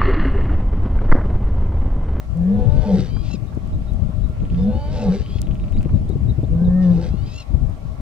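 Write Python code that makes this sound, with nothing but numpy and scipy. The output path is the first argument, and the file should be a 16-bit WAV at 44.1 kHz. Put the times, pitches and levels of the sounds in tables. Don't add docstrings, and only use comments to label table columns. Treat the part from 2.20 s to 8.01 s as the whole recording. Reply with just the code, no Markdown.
import sys
import numpy as np
from scipy import signal
from scipy.fft import rfft, irfft
from scipy.io import wavfile
from scipy.ndimage import uniform_filter1d, minimum_filter1d

SR = 44100
rng = np.random.default_rng(int(sys.argv[2]) if len(sys.argv) > 2 else 0)


def transcribe(u):
    v = np.clip(np.atleast_2d(u).T, -1, 1)
    q = np.round(v * 32767).astype(np.int16)
    wavfile.write(sys.argv[1], SR, q)


def attenuation_scalar(level_db):
    decades = np.asarray(level_db, float) / 20
    return 10 ** decades


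N = 256200

# centre in Hz, width in Hz, level in dB.
THROAT = [(443.4, 31, 7.5), (493, 63, 8.5), (756, 61, -1.5), (851.4, 36, -4), (1090, 23, -26.5),
          (1530, 95, -19.5)]
# centre in Hz, width in Hz, level in dB.
CAVITIES = [(1640, 240, -31), (2050, 260, -34), (2550, 220, -32), (3000, 300, -33), (3600, 300, -32),
            (4200, 260, -37), (4850, 260, -37), (5800, 400, -39), (7700, 700, -45)]
# frequency in Hz, level in dB.
EDGE = [(120, -7), (200, 11), (280, 6.5), (400, 0.5), (700, -14), (1200, -40.5), (2500, -69.5)]


def evened(x):
    return x / np.sqrt(np.mean(x ** 2) + 1e-20)


def read(points, hz):
    f, value = np.transpose(points)
    return np.interp(np.log(hz + 1), np.log(f + 1), value)


def add(mix, s, sound, pan_db):
    part = mix[:, round(s * SR):][:, :len(sound)]
    part += attenuation_scalar(np.array([[pan_db / 2], [-pan_db / 2]])) * sound[:part.shape[1]]


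def columns(rows):
    s, *rest = np.transpose(rows)
    t = np.arange(s[0], s[-1], 1 / SR)
    return [np.interp(t, s, c) for c in rest]


def drift(n, per_s):
    size = max(int(SR / per_s), 1)
    noise = rng.standard_normal(n + 2 * size)
    smooth = uniform_filter1d(uniform_filter1d(noise, size), size)
    return evened(smooth)[size:size + n]


def colour(x, points):
    gain = attenuation_scalar(read(points, np.fft.rfftfreq(x.shape[-1], 1 / SR)))
    return irfft(rfft(x) * gain, x.shape[-1])


def resonate(x, hz, width):
    b, a = signal.iirpeak(hz, hz / width, SR)
    return signal.lfilter(b, a, signal.lfilter(b, a, x))


def wander(x, hz, width):
    turn, r = np.exp(2j * np.pi * np.cumsum(hz) / SR), np.exp(-np.pi * width / SR)
    return 2 * (turn * signal.lfilter([(1 - r) ** 2], [1, -2 * r, r * r], x / turn)).real


def chest(rows, over_from_db, over_to_db, octave_from_db, octave_to_db, open_db):
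    # multiple of the pitch, level in dB.
    partials = [(3, 0), (4, -14), (5, -11), (6, -2), (7, -11), (8, -18), (9, -15), (10, -15), (11, -32)]
    hz, db = columns(rows)
    n = len(hz)
    u = np.linspace(0, 1, n)
    late_db = np.pad(db, (round(.056 * SR), 0), "edge")[:n]
    slack_db = -14 * np.clip(20 * (u - .72), 0, 1)
    over_db = over_from_db + (over_to_db - over_from_db) * u + .67 * db + slack_db
    octave_db = octave_from_db + (octave_to_db - octave_from_db) * u + late_db
    shut_db = -30
    mouth_db = shut_db + (open_db - shut_db) * np.sqrt(abs(np.sin(np.pi * u)))
    lips_hz = np.interp(u, [0, .55], (1430, 1850))
    turns = 2 * np.pi * np.cumsum(hz * (1 + .006 * drift(n, 45))) / SR
    voice = attenuation_scalar(db + .37 * drift(n, 45)) * np.cos(turns)
    voice += attenuation_scalar(octave_db + 4 * drift(n, 70)) * np.cos(2 * turns + 1.2 * drift(n, 50))
    for k, partial_db in partials:
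        lips_db = 13 / (1 + ((k * hz - lips_hz) / 110) ** 2)
        waver_db = (1 + k / 3) * drift(n, 24)
        level = attenuation_scalar(over_db + partial_db + mouth_db * (k > 4) + lips_db + waver_db)
        voice += level * np.cos(k * turns + 2 * np.pi * rng.random())
    return np.sqrt(2) * voice * signal.windows.tukey(n, .15)


def throat_gain(hz):
    return sum(attenuation_scalar(db) / (1 + ((hz - f) / w) ** 2) for f, w, db in THROAT + CAVITIES)


def falsetto(hz, db, jitter):
    n = len(hz)
    hz = hz * (1 + jitter * drift(n, 120))
    turns = np.cumsum(hz) / SR
    voice = np.zeros(n)
    for k in range(1, 19):
        level = throat_gain(k * hz) * attenuation_scalar(1.8 * drift(n, 26))
        voice += level * np.cos(2 * np.pi * (k * turns + rng.random()))
    return attenuation_scalar(db - 9) * voice * signal.windows.tukey(n, .2)


def held(rows):
    hz, db = columns(rows)
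    past_s = (np.arange(len(hz)) - hz.argmax()) / SR
    return falsetto(hz, db, np.interp(past_s, [0, .05], [.004, .03]))


def crack(length, from_hz, to_hz, db):
    u = np.linspace(0, 1, round(length * SR))
    swell_db = np.interp(u, [0, .6, 1], [-9, 0, -9])
    return falsetto(from_hz + (to_hz - from_hz) * u, db + swell_db, .016)


def rasp(rows):
    # frequency in Hz, level in dB per Hz.
    mouth = [(760, -43), (1300, -5.5), (1670, -9), (2470, -11), (2950, -13), (3300, -10), (4840, -10.5),
             (5900, -14.5), (6700, -21.5), (7700, -23.5), (10000, -37), (13000, -71), (22000, -120)]
    # time in seconds, level in dB.
    breath = [(.15, -71.5), (.4, -71), (.55, -56.5), (.66, -48.5), (.77, -42), (.803, -38), (.82, -43.5),
              (.86, -45.5), (.89, -52.5), (2.3, -61), (2.45, -57), (2.6, -90), (2.72, -49), (2.87, -47.5),
              (2.93, -43), (2.99, -45.5), (3.05, -52), (4.3, -69), (4.57, -68.5), (4.63, -53), (4.73, -52),
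              (4.79, -53), (4.83, -45.5), (4.86, -49), (4.89, -48.5), (4.94, -75)]
    db, = columns(rows)
    n = len(db)
    hiss_db = np.interp(rows[0][0] + np.arange(n) / SR, *np.transpose(breath))
    flaps = np.cumsum(70 * np.clip(1.5 + .28 * drift(n, 50), .2, 3)) / SR
    pulse = .35 + np.exp(-(flaps % 1) / .22)
    puffs = pulse * attenuation_scalar(1.5 * drift(n, 30)) * rng.standard_normal(n)
    ring = sum(attenuation_scalar(d) * resonate(puffs, f, 1.09 * w) for f, w, d in THROAT[:4])
    cavity = np.zeros(n)
    for f, w, d in CAVITIES:
        waver = attenuation_scalar(d + 2.5 * drift(n, 40))
        cavity += waver * evened(wander(puffs, f * (1 + .04 * drift(n, 14)), w))
    hiss = evened(evened(colour(puffs, mouth)) + .4 * evened(cavity))
    return (attenuation_scalar(db - 6.5) * evened(ring) + attenuation_scalar(hiss_db) * hiss) * signal.windows.tukey(n, .08)


def lioness(far):
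    # time in seconds, pitch in Hz, effort in dB.
    chest_stretches = [
        [(.14, 170.6, -30), (.19, 169.4, -19), (.24, 176.8, -16.5), (.32, 199.4, -15), (.39, 210, -22.5),
         (.45, 194, -39.5)],
        [(.65, 202.8, -21.5), (.69, 204.3, -21.5), (.745, 182.6, -9.5), (.79, 196.6, -26.5), (.87, 175.4, -37)],
        [(2.3, 163.6, -27), (2.42, 184.6, -19.5), (2.49, 213.3, -14.5), (2.53, 224, -39), (2.6, 222, -32)],
        [(2.79, 226.2, -27.5), (2.85, 205.4, -25.5), (2.9, 178.5, -13), (2.95, 199, -23), (3.03, 192, -60)],
        [(4.29, 160, -26), (4.35, 164.3, -19.5), (4.46, 178.4, -15.5), (4.62, 183.3, -14), (4.7, 175.1, -12.5),
         (4.76, 171, -15.5), (4.87, 167.7, -33.5), (4.9, 162, -38)],
    ]
    # overtones at start and end, octave at start and end, widest mouth, all in dB.
    tones = [(-25.5, -41, -23.5, -33, -17.5), (-29, -32, -23, -17, -20), (-49, -20.5, -36.5, -48, -31),
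             (-24, -33, -38, -12.5, -12.5), (-31.5, -23, -36.5, -23.5, -15)]
    # time in seconds, pitch in Hz, effort in dB.
    upper = [
        [(.34, 279, -34), (.42, 285.4, -33), (.52, 295.6, -26.5), (.6, 307.6, -26), (.66, 299, -25),
         (.74, 294.5, -24)],
        [(2.49, 291.5, -33), (2.56, 284.2, -32.5), (2.65, 290, -27), (2.73, 312.7, -29), (2.79, 292.5, -25),
         (2.87, 283.4, -30.5)],
    ]
    # start in seconds, length in seconds, from Hz, to Hz, level in dB.
    breaks = [
        (.27, 0.23, 230.2, 256.9, -27.5),
        (.6, 0.19, 257.6, 245, -30.5),
        (2.359, 0.26, 230.2, 265.8, -31),
        (2.72, 0.27, 260.1, 229.2, -31.5),
    ]
    # time in seconds, effort in dB.
    hoarse = [
        [(.15, -38.5), (.17, -34), (.55, -34), (.66, -29.5), (.72, -18.5), (.8, -28), (.86, -36.5), (.92, -37)],
        [(2.3, -56), (2.45, -31.5), (2.6, -53), (2.72, -34.5), (2.8, -31), (2.87, -19), (2.98, -34.5),
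         (3.05, -35)],
        [(4.3, -41.5), (4.46, -32.5), (4.58, -49), (4.72, -30), (4.83, -28), (4.89, -37), (4.94, -55)],
    ]
    for rows, tone in zip(chest_stretches, tones):
        add(far, rows[0][0], chest(rows, *tone), .3)
    for s, *glide in breaks:
        add(far, s, crack(*glide), .3)
    for rows in upper:
        add(far, rows[0][0], held(rows), .3)
    for rows in hoarse:
        add(far, rows[0][0], rasp(rows), 1.5)


def squeal(hz, db, rough, odd_db, top_db=0, tilt_db=0, crest_s=0):
    # frequency in Hz, level in dB.
    beak = [(1200, -20), (1900, -13), (2400, -3), (2750, 0), (3300, -1), (3900, -2), (4700, 0),
            (5400, -4.5), (6100, -16), (6700, -5), (7600, -20), (8400, -17), (9200, -28)]
    n = len(hz)
    rough, t = np.clip(rough, 0, 1), np.arange(n) / SR
    jitter = .004 * drift(n, 150) + .11 * rough * drift(n, 700)
    turns = np.cumsum(hz * (1 + jitter)) / SR
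    stack = np.zeros(n)
    for k in range(2, 13):
        level_db = read(beak, k * hz) + odd_db * (k % 2) * k / 4 + top_db * (k > 6)
        level_db = level_db + tilt_db * abs(k - 4) + 1.7 * drift(n, 55)
        stack += attenuation_scalar(level_db) * np.cos(2 * np.pi * (k * turns + rng.random()))
    throb = np.cos(2 * np.pi * 47 * (t - crest_s) * (t < crest_s + .3))
    stack *= 1 + np.clip(-odd_db / 17, 0, .65) * throb
    leak = evened(colour(rng.standard_normal(n), beak))
    return attenuation_scalar(db) * (stack + (.3 + rough) * leak) * signal.windows.tukey(n, .1)


def whine(rows):
    hz, db = columns(rows)
    strain = np.clip((db + 53.5) / 4, 0, 1)
    smooth_hz = uniform_filter1d(hz, 900, mode="nearest")
    return squeal(smooth_hz, db, .07 + .2 * strain, -3.5 + 0 * db, -9, -5 * strain)


def squawk(start, clears, crest, crest_hz, db):
    fall_s, rough_db = .034, -53.5
    t = np.arange(start, crest + fall_s, 1 / SR)
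    clear = np.clip((t - clears) / .03 + .5, 0, 1)
    sag = np.maximum(t - crest, 0) / fall_s
    throb = np.clip(2 + 2 * (t - crest) / .06, 0, 1)
    hz = crest_hz - 520 * np.maximum(crest - t, 0) - 105 * sag ** 1.5
    level_db = np.interp(t, [start, start + .025, clears, crest], [rough_db - 5, rough_db, rough_db + 2, db])
    rough = .75 - clear * (.56 + .11 * throb) + .15 * sag
    odd_db = -12 * (.1 + clear * (.35 + .55 * throb))
    return squeal(hz, level_db - 20 * sag ** 2, rough, odd_db, 1, -.5, crest - start)


def squealing_bird(far):
    # time in seconds, pitch in Hz, level in dB.
    whines = [
        [(.845, 735, -58), (.9, 772, -53), (.97, 795, -53.5), (1.04, 828, -54)],
        [(2.49, 685, -62), (2.53, 702, -58), (2.57, 742, -54), (2.65, 770, -53.5), (2.72, 756, -53)],
        [(3.02, 755, -53), (3.07, 785, -51), (3.13, 812, -49.5), (3.2, 855, -47.5)],
        [(4.89, 640, -62), (4.96, 695, -58), (5.03, 762, -57), (5.09, 825, -58)],
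    ]
    # start, clearing and crest in seconds, crest pitch in Hz, level in dB.
    squawks = [
        (1.025, 1.1, 1.136, 680, -43.5),
        (2.71, 2.785, 2.82, 670, -47),
        (5.055, 5.09, 5.205, 698, -42),
    ]
    for rows in whines:
        add(far, rows[0][0], whine(rows), 2.8)
    for call in squawks:
        add(far, call[0], squawk(*call), 2.8)


def snap(hz, db, cycles, tail_db):
    u = np.arange(600) / SR
    body = np.sin(2 * np.pi * hz * u) * (u * hz / cycles) * np.exp(1 - u * hz / cycles)
    tail = attenuation_scalar(tail_db) * rng.standard_normal(600) * np.exp(-u / .022)
    return attenuation_scalar(db) * (body + np.convolve(tail, body[:40])[:600])


def ticking_bird(far):
    # time in seconds, peak in dB.
    ticks = [(2.203, -46), (2.252, -42), (2.301, -42), (2.346, -41), (2.392, -52), (2.937, -44),
             (2.985, -45), (3.02, -46), (3.062, -38), (3.103, -46), (3.144, -44), (3.185, -40),
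             (3.228, -41), (3.27, -40), (3.311, -40), (3.354, -41), (3.398, -42), (3.44, -43), (3.482, -44),
             (3.525, -43), (3.567, -43), (3.608, -42), (3.629, -41), (3.65, -43), (3.692, -48)]
    for s, db in ticks:
        hz = 2800 - 1000 * max(s - 3.3, 0)
        add(far, s + .0003, snap(hz, db + 5.5, .62, -30), 2.8)


def whistle(length, hz0, hz1, db):
    hz = np.linspace(hz0, hz1, int(length * SR))
    hz = hz * (1 + .022 * drift(len(hz), 500))
    level = attenuation_scalar(db + .5 + 3.8 * drift(len(hz), 160))
    return level * np.cos(2 * np.pi * np.cumsum(hz) / SR) * signal.windows.tukey(len(hz), .5)


def whistler(far):
    # start in seconds, slide in Hz, level in dB.
    pips = [(.492, 10, -55), (1.265, -30, -62), (1.52, -150, -62), (1.668, -110, -58), (2.02, -150, -59),
            (3.217, 250, -62), (3.395, -60, -61), (3.532, 150, -55), (3.738, -100, -61), (3.891, 100, -59),
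            (4.073, 70, -52), (4.437, -100, -54)]
    # start in seconds, level in dB.
    flicks = [(2.464, -59), (3.567, -52), (3.878, -57), (4.236, -56)]
    # start in seconds, length in seconds, start in Hz, end in Hz, level in dB.
    other_notes = [(2.332, .21, 3610, 3480, -60), (2.507, .067, 3470, 3750, -61),
                   (2.35, .11, 5050, 5100, -63), (3.448, .005, 4500, 5000, -59),
                   (3.459, .006, 4200, 5000, -56), (3.495, .006, 4800, 5300, -58),
                   (3.58, .016, 4550, 4750, -56)]
    notes = [(s, .048, 3800 - slide / 2, 3800 + slide / 2, db) for s, slide, db in pips]
    notes += [(s, .023, 3100, 4650, db) for s, db in flicks]
    for s, *note in notes + other_notes:
        add(far, s, whistle(*note), 2.5)


def plain(x):
    t = np.arange(6000) / SR
    sparse = rng.random((2, 6000)) < .04
    taps = rng.standard_normal((2, 6000)) * sparse * attenuation_scalar(-60 * t / .11) * (t > .004)
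    return signal.fftconvolve(x, taps / np.linalg.norm(taps, axis=1)[:, None], axes=1)[:, :N]


def across_ports(far):
    # frequency in Hz, lead of the left in radians.
    port_phase = [(100, 0), (500, -.12), (1000, -.25), (2000, -.52), (3500, -1.05), (5000, -1.7),
                  (7000, -2), (22050, 0)]
    lead = read(port_phase, np.fft.rfftfreq(N, 1 / SR)) * np.array([[1], [0]])
    return irfft(rfft(far) * np.exp(1j * lead), N)


def wind():
    # time in seconds, gust level in dB.
    gusts = [(0.0, -31.5), (.08, -27), (.27, -30.5), (0.342, -21), (.7, -25.5), (1.101, -24.5), (1.4, -27),
             (1.7, -21.5), (2.0, -25.5), (2.25, -21), (3.1, -23.5), (3.6, -19), (4.12, -22), (4.9, -24),
             (5.26, -37), (5.338, -21), (5.579, -31), (5.81, -28)]
    # frequency in Hz, level in dB per Hz.
    rumble = [(8.8, -40.5), (15, 4), (32, -1.5), (50, 6.5), (123, -0.5), (156, -4.5), (260, -24),
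              (340, -39), (570, -120)]
    gust_db = np.interp(np.arange(N) / SR, *np.transpose(gusts))
    pan_db = 9 + 4.5 * drift(N, 4)
    edge_db = -40 + gust_db - gust_db.mean()
    shared, lumps = rng.standard_normal(N), drift(N, 25)
    ports = []
    for side in (1, -1):
        lump = .5 * lumps + .73 * drift(N, 25)
        air = (.81 * shared + rng.standard_normal(N)) * attenuation_scalar(4.4 * lump)
        low, edge = evened(colour(air, rumble)), evened(colour(air, EDGE))
        ports.append(attenuation_scalar(gust_db + 1 + side * pan_db / 2) * low + attenuation_scalar(edge_db + side * 3) * edge)
    return np.array(ports)


def buffet(hz, db):
    u = np.arange(2200) / SR
    shape = (u / .007) ** 2 * np.exp(2 - 2 * u / .007)
    ragged = evened(colour(rng.standard_normal(2200), EDGE))
    return attenuation_scalar(db - 6.5) * shape * (np.sin(2 * np.pi * hz * u) + .26 * ragged)


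def buffets(near):
    # time in seconds, peak in dB, pitch in Hz, left minus right in dB.
    thumps = [(0.793, -4, 165, 4), (0.883, -19, 109, 0), (1.141, -17.5, 189.2, 20), (1.341, -20, 90, 1),
              (1.371, -13.5, 97, 16), (1.617, -18.5, 144, -4), (1.891, -13.5, 168, 6), (2.1, -13, 80, -4),
              (3.156, -8.5, 78, 15), (3.546, -21, 151, 13), (3.656, -10.5, 148, 15), (3.81, -11, 82, 8.5),
              (3.899, -8, 83, 12), (3.956, -10, 125, 19.5), (4.186, -10, 109, 18), (4.233, -5.5, 112, 5),
              (4.247, -18, 77.5, 26.5), (4.415, -10.5, 181, 14), (4.94, -14.5, 168, 13),
              (5.346, -10, 77.5, 12), (5.489, -12.5, 88, 7)]
    for s, db, hz, pan_db in thumps:
        add(near, s - .004, buffet(hz, db), pan_db)


def slaps(near):
    # time in seconds, peak in dB, left minus right in dB.
    hits = [(0.163, -48, 2), (0.964, -30.5, -10), (1.102, -31.5, -9), (1.324, -35, -11), (2.165, -38, -4),
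            (3.607, -32.5, -7), (3.69, -32, 3), (3.902, -35, -6), (4.316, -47.5, 2), (4.868, -47, -1)]
    # frequency in Hz, level in dB.
    dull = [(1500, 0), (3500, -12), (8000, -40)]
    for s, db, pan_db in hits:
        add(near, s, colour(snap(714, db - 7.5, .96, -13), dull), pan_db)


def housing_clicks(near):
    # time in seconds, peak in dB, left minus right in dB.
    clicks = [(0.1713, -46, 17), (0.395, -46, -3), (1.3486, -44, -6.5), (1.473, -42.5, -4),
              (1.6984, -59, 8), (1.734, -42, 3), (2.4328, -45.5, 4.5), (3.2157, -30.5, 30.5),
              (3.345, -43, -4), (3.521, -43, -11), (3.564, -51.5, -17), (3.5698, -46.5, -9),
              (3.619, -44, -2.5), (3.6285, -37.5, -9.5), (3.757, -46, -10.5), (3.891, -39, -8),
              (3.959, -52.5, -8), (5.496, -44.5, -3), (5.72, -51, 1)]
    # frequency in Hz, level in dB.
    thin = [(1000, -30), (2200, -14), (3600, -1), (6500, -3), (10000, 3), (16000, 4)]
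    lead_s = .003
    for s, db, pan_db in clicks:
        click = np.pad(snap(6500, db + 4, .3, -52), round(lead_s * SR))
        add(near, s - lead_s + .0017, colour(click, thin), pan_db)


def wash():
    # frequency in Hz, level in dB per Hz.
    air_tone = [(150, -41.5), (250, 1), (341, -14.5), (442, 0), (499, -7), (625, -2), (705, -8), (898, -10),
                (1120, -5), (1250, -13), (1510, -16.5), (2170, -17), (2960, -21), (7930, -30.5),
                (15600, -40)]
    # frequency in Hz, drift in dB.
    patchy = [(1000, 2), (4000, 1.4), (8000, .7)]
    # frequency in Hz, left-right likeness from -1 to 1.
    likeness = [(60, 0.34), (180, -0.18), (550, -0.27), (1650, -0.23), (4970, 0.068), (15000, 0.017)]
    # centre in Hz, width in Hz, level in dB.
    drones = [(617, 78, -53), (768, 160, -57), (1127, 68, -64), (1364, 93, -65)]
    frames, hz = N // 256 + 5, np.fft.rfftfreq(1024, 1 / SR)
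    a, b, c, d, patches = rng.standard_normal((frames, 513, 5)).T
    patches = evened(uniform_filter1d(uniform_filter1d(patches, 14, 0), 10, 1))
    same, left = np.clip(read(likeness, hz), -1, 1)[:, None], a + 1j * b
    z = np.array([left, same * left + np.sqrt(1 - same ** 2) * (c + 1j * d)])
    z *= attenuation_scalar(read(air_tone, hz)[:, None] + read(patchy, hz)[:, None] * patches)
    air = attenuation_scalar(-47.5) * evened(signal.istft(z, nperseg=1024, noverlap=768)[1][:, :N])
    hum = np.zeros(N)
    for f, w, db in drones:
        hum += attenuation_scalar(db + 2.6 * drift(N, 4.2)) * evened(resonate(rng.standard_normal(N), f, w))
    return air + hum * attenuation_scalar(np.array([[-1.5], [1.5]]))


def scene():
    far = np.zeros((2, N))
    lioness(far)
    squealing_bird(far)
    ticking_bird(far)
    whistler(far)
    far = far + attenuation_scalar(-15) * plain(far)
    near = wind() + wash()
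    buffets(near)
    slaps(near)
    housing_clicks(near)
    return across_ports(far) + near


def top_cut(x):
    return signal.sosfilt(signal.butter(12, 15820, fs=SR, output="sos"), x)


def record(dry):
    room = minimum_filter1d(np.minimum(.89 / (abs(dry).max(0) + 1e-9), 1), 801)
    limited = dry * uniform_filter1d(uniform_filter1d(room, 400), 400)
    top_edge = signal.firwin(801, 15750, window=("kaiser", 9), fs=SR)
    padded = np.pad(limited, ((0, 0), (400, 400)), "reflect")
    return top_cut(signal.oaconvolve(padded, top_edge[None], "valid"))


dry = scene()
out = record(dry)
transcribe(out)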